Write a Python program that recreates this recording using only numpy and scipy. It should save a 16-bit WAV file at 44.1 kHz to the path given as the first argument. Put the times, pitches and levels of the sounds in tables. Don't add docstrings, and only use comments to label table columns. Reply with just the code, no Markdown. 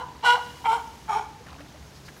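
import sys
import numpy as np
from scipy import signal
from scipy.fft import rfft, irfft
from scipy.io import wavfile
from scipy.ndimage import uniform_filter1d

SR = 44100
rng = np.random.default_rng(int(sys.argv[2]) if len(sys.argv) > 2 else 0)


def generate_wav(signal):
    frames = np.transpose(np.atleast_2d(signal))
    scaled = np.clip(frames, -1, 1) * 32767
    pcm = np.round(scaled).astype(np.int16)
    wavfile.write(sys.argv[1], SR, pcm)


N = 97020
LEAD = SR // 5
T = np.arange(-LEAD, N) / SR
M = len(T)

# time in seconds, pitch in Hz, then second harmonic,
# third harmonic, rasp and treble in relative dB.
FIRST_BARK = [(-.1, 445, -18, -50, -32, -44), (-.06, 500.4, -23, -40, -37, -52),
              (-.02, 495, -28, -43, -72, -44), (0.014, 499.5, -34.5, -58, -43.5, -49.5)]
SECOND_BARK = [(.228, 455, -57, -63, -45, -38.5), (.235, 449.8, -32.5, -58, -45, -35.5),
               (.245, 475, -22, -35, -23.5, -32.5), (0.252, 499.5, -44, -27.5, -32, -28),
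               (0.264, 490.8, -27, -19.5, -29.5, -25), (0.289, 477.6, -17.5, -20, -33, -26),
               (0.326, 483.7, -19, -18.5, -44, -27.5), (0.346, 489.1, -17, -40, -32.5, -32.5),
               (0.357, 489.6, -25, -25, -39, -37), (0.366, 482.7, -58, -61, -30, -39)]
THIRD_BARK = [(0.644, 446.6, -43, -72, -36, -50), (0.65, 448.5, -40, -56, -40, -33.5),
              (.662, 471, -24, -32, -26.5, -30.5), (0.68, 450.2, -21, -39, -46.5, -36),
              (0.693, 446.9, -16, -30, -52, -34.5), (0.714, 445.5, -22.5, -35, -30, -36.5),
              (0.734, 464, -19.5, -44, -31, -37.5), (.746, 475.7, -28, -27, -40.5, -37),
              (0.757, 469.6, -24.5, -43, -36.5, -39.5), (.783, 459, -35.5, -65, -37, -48.5)]
LAST_BARK = [(1.081, 455.5, -55, -56, -46, -47), (1.096, 437.9, -24.5, -36, -41.5, -44),
             (1.107, 426, -24.5, -48, -35.5, -41), (1.121, 403.5, -35.5, -32.5, -39.5, -40.5),
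             (1.148, 401.3, -36.5, -30, -34.5, -37.5), (1.162, 431.7, -18.5, -48, -46, -39.5),
             (1.179, 436.6, -24, -58, -34, -43.5), (1.189, 425.5, -73, -56, -36.5, -40),
             (1.198, 415, -25, -59, -41, -50), (1.21, 417.8, -36.5, -67, -42.5, -47)]
# jitter as a share of pitch, noisy share of the treble,
# fundamental offset in dB, rasp boost in dB, build-up of the top treble in seconds.
BARK_VOICES = [(0.0099, 0.44, -10, 9.5, .02), (0.0049, 0.47, -8, 3, 0.016), (0.0061, 0.66, -13, 3.5, 0.074),
               (0.0073, 1, -11, 6, 0.014)]
# centre in Hz, width in Hz, gain in dB.
THROAT_RESONANCES = [(823, 78, 2.5), (919, 46, 5.5), (990, 180, -3), (1274, 160, -10), (1400, 72, -5.5),
                     (1600, 165, -15)]
# frequency in Hz, gain in dB.
MOUTH_OPEN = [(1030, -58), (1750, -22), (1930, -9), (2080, -7), (2440, -13), (2550, -42), (2670, -16),
              (2770, -2.5), (2950, 1), (3110, -6.5), (3470, -11), (3590, -25), (3970, -8), (4830, -22.5),
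              (5530, -18.5), (6620, -30), (7370, -22.5), (9480, -29.5), (11100, -29.5), (14600, -43),
              (15000, -61)]
MOUTH_HALF = [(1030, -41), (1750, -16), (1880, -22), (2040, 0.5), (2150, -1.5), (2270, -1.5), (2650, -13),
              (3110, 0), (3370, -10.5), (4220, -14), (4620, -22), (5430, -14), (5840, -17.5), (6220, -29),
              (6390, -20), (7990, -16.5), (9660, -21.5), (10900, -21), (15000, -40)]
MOUTH_NARROW = [(1030, -34), (1750, -2), (2060, -15), (2230, 2.5), (2310, 0.5), (2670, -9), (2770, -25),
                (3080, -3), (3560, -12.5), (3860, -11), (4880, -22), (5330, -12), (5580, -5.5), (6110, -25),
                (6680, -9), (7370, -26), (8440, -19), (9310, -24), (11100, -23.5), (12900, -36),
                (15000, -37)]
# frequency in Hz, left minus right in dB.
MIC_BALANCE = [(500, -.2), (900, -.3), (1400, -.2), (2900, -1.5), (4500, -1), (8000, -.3)]
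# delay in seconds, gain in dB.
ROCK_ECHOES = [(.021, -21.5), (.043, -42), (.068, -17), (.125, -23), (.2, -28.5)]
# frequency in Hz, seconds to fall by 60 dB.
RING_DECAY = [(400, 1.08), (900, 1.14), (1500, 0.4), (3000, 2.4), (8000, 1.5), (15000, 5)]
# frequency in Hz, gain in dB.
RING_COLOUR = [(400, 8.5), (900, -1.5), (1500, -0.5), (3000, -3.5), (8000, 0.5), (15000, -2)]
# start in seconds, starting pitch in Hz, level in dB, length in seconds.
POOL_PLOPS = [(1.404, 430, -42.5, 0.013), (1.575, 271, -45, 0.074), (1.736, 563, -48.5, 0.026)]
# start in seconds, centre in Hz, level in dB, length in seconds.
POOL_SPLASHES = [(1.461, 1680, -48, 0.016), (1.483, 2770, -55.5, 0.02), (1.599, 620, -44.5, 0.014),
                 (1.604, 2250, -53, .016), (1.68, 3770, -57, 0.014), (1.937, 4700, -55.5, 0.05),
                 (2.046, 4760, -51.5, 0.033), (2.08, 1670, -42, 0.013), (2.161, 1600, -49.5, 0.011),
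                 (2.157, 12000, -61.5, .05)]
# time in seconds, level in dB.
LAPPING_LEVEL = [(0, -67), (.35, -50), (.55, -53.5), (1, -58), (1.38, -81), (1.48, -50.5), (1.8, -59),
                 (2, -67), (2.2, -70)]
# frequency in Hz, relative density in dB.
AMBIENCE_SPECTRUM = [(22, -22), (35, -20), (50, -6.5), (68, 4), (96, -7), (140, 0.5), (175, -4.5),
                     (290, -8), (360, -10), (560, -14.5), (800, -14), (1250, -18.5), (1750, -19),
                     (2300, -22), (5000, -23.5), (6400, -24), (8000, -31), (11000, -33.5), (15500, -38.5)]
# time in seconds, gain in dB.
HISS_SWELL = [(0, -2), (.2, -1), (.45, 4.5), (.65, 4.5), (1.05, 1.5), (1.35, -2), (1.6, -1), (2.2, 1.5)]


def sea_lion():
    courses = [FIRST_BARK, SECOND_BARK, THIRD_BARK, LAST_BARK]
    mouths = [(MOUTH_OPEN, 1), (MOUTH_OPEN, 1), (MOUTH_HALF, -1), (MOUTH_NARROW, -1)]
    barks = sum(bark(rows, voice, mouth, mouth_db)
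                for rows, voice, (mouth, mouth_db) in zip(courses, BARK_VOICES, mouths))
    direct = np.array([shape(barks, MIC_BALANCE, share) for share in (.5, -.5)])
    echoes = sum(from_db(db) * np.interp(T - delay, T, barks, left=0) for delay, db in ROCK_ECHOES)
    return direct + echoes + wall_ring(barks)


def bark(rows, voice, mouth, mouth_db, attack_s=.0021, release_s=.029, closing_db_per_s=62):
    jitter, noisy, fundamental_offset_db, boost_db, build_s = voice
    times, *columns = np.transpose(rows)
    pitch, second_db, third_db, rasp_db, treble_db = [np.interp(T, times, c) for c in columns]
    start, end = times[0], times[-1]
    gate = np.exp(-np.maximum(start - T, 0) / attack_s - np.maximum(T - end, 0) / release_s)
    phase = 2 * np.pi * np.cumsum(pitch * (1 + jitter * drift(rate_hz=108))) / SR
    closing_db = closing_db_per_s * (np.clip(T, start, end) - times.mean())
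    fundamental_db = (second_db + rasp_db) / 2 + fundamental_offset_db + closing_db
    tone = honk(phase, [fundamental_db, second_db, third_db], jitter)
    rasp = from_db(rasp_db + boost_db) * throat_rasp(phase)
    treble = from_db(treble_db + mouth_db) * mouth_treble(phase, pitch, mouth, noisy, start, build_s)
    return gate * (tone + rasp + treble)


def honk(phase, levels_db, jitter, flutter_db_per_jitter=171):
    flutter_db = flutter_db_per_jitter * jitter
    return np.sqrt(2) * sum(from_db(db + flutter_db * drift(rate_hz=65)) * np.sin(k * phase)
                            for k, db in enumerate(levels_db, 1))


def throat_rasp(phase, band_hz=(670, 1900)):
    air = puffs(phase, depth=.89)
    rasp = sum((-1) ** k * from_db(db) * resonate(air, hz, width)
               for k, (hz, width, db) in enumerate(THROAT_RESONANCES))
    return even(bandpass(rasp, band_hz, order=6))


def mouth_treble(phase, pitch, mouth, noisy, start, build_s, flutter_db=1.17):
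    overtones = sum(from_db(at_hz(mouth, k * pitch)) * np.cos(k * phase + 2 * np.pi * rng.random())
                    for k in range(4, 18))
    breath = shape(puffs(phase, depth=.61), mouth)
    treble = np.sqrt(1 - noisy) * rms_one(overtones) + np.sqrt(noisy) * rms_one(breath)
    held_back = highpass(treble, hz=3200) * np.clip(1 - (T - start) / build_s, 0, 1)
    return (treble - held_back) * from_db(flutter_db * drift(rate_hz=134))


def puffs(phase, depth):
    return rng.standard_normal(M) * (1 + depth * np.cos(phase)) ** 2


def wall_ring(x, gain_db=-19, delay_s=.012):
    edges = np.geomspace(200, 16000, 11)
    age = np.arange(SR) / SR
    tail = np.zeros(SR)
    for low, high in zip(edges, edges[1:]):
        band = bandpass(rng.standard_normal(SR), [low, high], order=2)
        hz = np.sqrt(low * high)
        tail += band * from_db(at_hz(RING_COLOUR, hz) - 60 * age / at_hz(RING_DECAY, hz))
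    tail *= np.clip(age / delay_s - 1, 0, 1)
    return from_db(gain_db) * signal.fftconvolve(x, tail / np.linalg.norm(tail))[:M]


def plops(rise_octaves=.178):
    out = np.zeros(M)
    for start, hz, db, length in POOL_PLOPS:
        pitch = hz * 2 ** (rise_octaves * np.clip((T - start) / length, 0, 1))
        out += from_db(db) * swell(start, length) * np.sin(2 * np.pi * np.cumsum(pitch) / SR)
    return out


def splashes(width_share=.21):
    out = np.zeros(M)
    for start, hz, db, length in POOL_SPLASHES:
        spray = even(resonate(rng.standard_normal(M), hz, width_share * hz))
        out += from_db(db) * swell(start, length) * spray
    return out


def lapping(drops_per_s=400, spread_db=3):
    hits = rng.random(M) < drops_per_s / SR
    strength = from_db(spread_db * np.minimum(rng.exponential(1, M), 4))
    drops = hits * strength * rng.choice([-1, 1], M)
    pitches = np.geomspace(700, 6000, 20)
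    pitch_index = rng.integers(0, len(pitches), M)
    patter = sum(resonate(drops * (pitch_index == k), hz, hz / 10) / hz for k, hz in enumerate(pitches))
    return gain_curve(LAPPING_LEVEL) * rms_one(patter)


def ambience(base_db=-47.5):
    noise = from_db(base_db) * rms_one(shape(rng.standard_normal(M), AMBIENCE_SPECTRUM))
    hiss = highpass(noise, hz=4700)
    return noise - hiss + hiss * gain_curve(HISS_SWELL)


def drone(hz, db, width_hz=8.2):
    phase = 2 * np.pi * hz * T
    return from_db(db) * (drift(width_hz) * np.sin(phase) + drift(width_hz) * np.cos(phase))


def from_db(db):
    return 10 ** (np.asarray(db) / 20)


def rms_one(x):
    return x / np.sqrt(np.mean(x ** 2) + 1e-20)


def gain_curve(points):
    return from_db(np.interp(T, *np.transpose(points)))


def at_hz(points, hz):
    f, value = np.transpose(points)
    return np.interp(np.log(np.maximum(hz, 1)), np.log(f), value)


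def shape(x, spectrum, share=1):
    return irfft(rfft(x) * from_db(share * at_hz(spectrum, np.fft.rfftfreq(M, 1 / SR))), M)


def bandpass(x, band_hz, order):
    return signal.sosfilt(signal.butter(order, band_hz, "band", fs=SR, output="sos"), x)


def highpass(x, hz):
    return signal.sosfiltfilt(signal.butter(2, hz, "high", fs=SR, output="sos"), x)


def resonate(x, hz, width_hz):
    r = np.exp(-np.pi * width_hz / SR)
    feedback = [1, -2 * r * np.cos(2 * np.pi * hz / SR), r * r]
    return signal.lfilter(np.array([1, 0, -1]) * (1 - r * r) / 2, feedback, x + 1e-18)


def drift(rate_hz):
    r = np.exp(-2 * np.pi * rate_hz / SR)
    return rms_one(signal.lfilter([1], [1, -2 * r, r * r], rng.standard_normal(2 * M))[M:])


def even(x, size=700):
    return x / np.sqrt(uniform_filter1d(x * x, size) + 1e-9)


def swell(start, length):
    age = 2 * np.maximum(T - start, 0) / length
    return age ** 2 * np.exp(2 * (1 - age))


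def scene():
    mix = sea_lion() + plops() + splashes() + lapping() + ambience()
    mix += drone(hz=70, db=-59.5) + drone(hz=140, db=-62.5)
    return mix[:, LEAD:]


def record(dry):
    return signal.sosfilt(signal.ellip(12, .1, 90, 15750, fs=SR, output="sos"), dry)


dry = scene()
out = record(dry)
generate_wav(out)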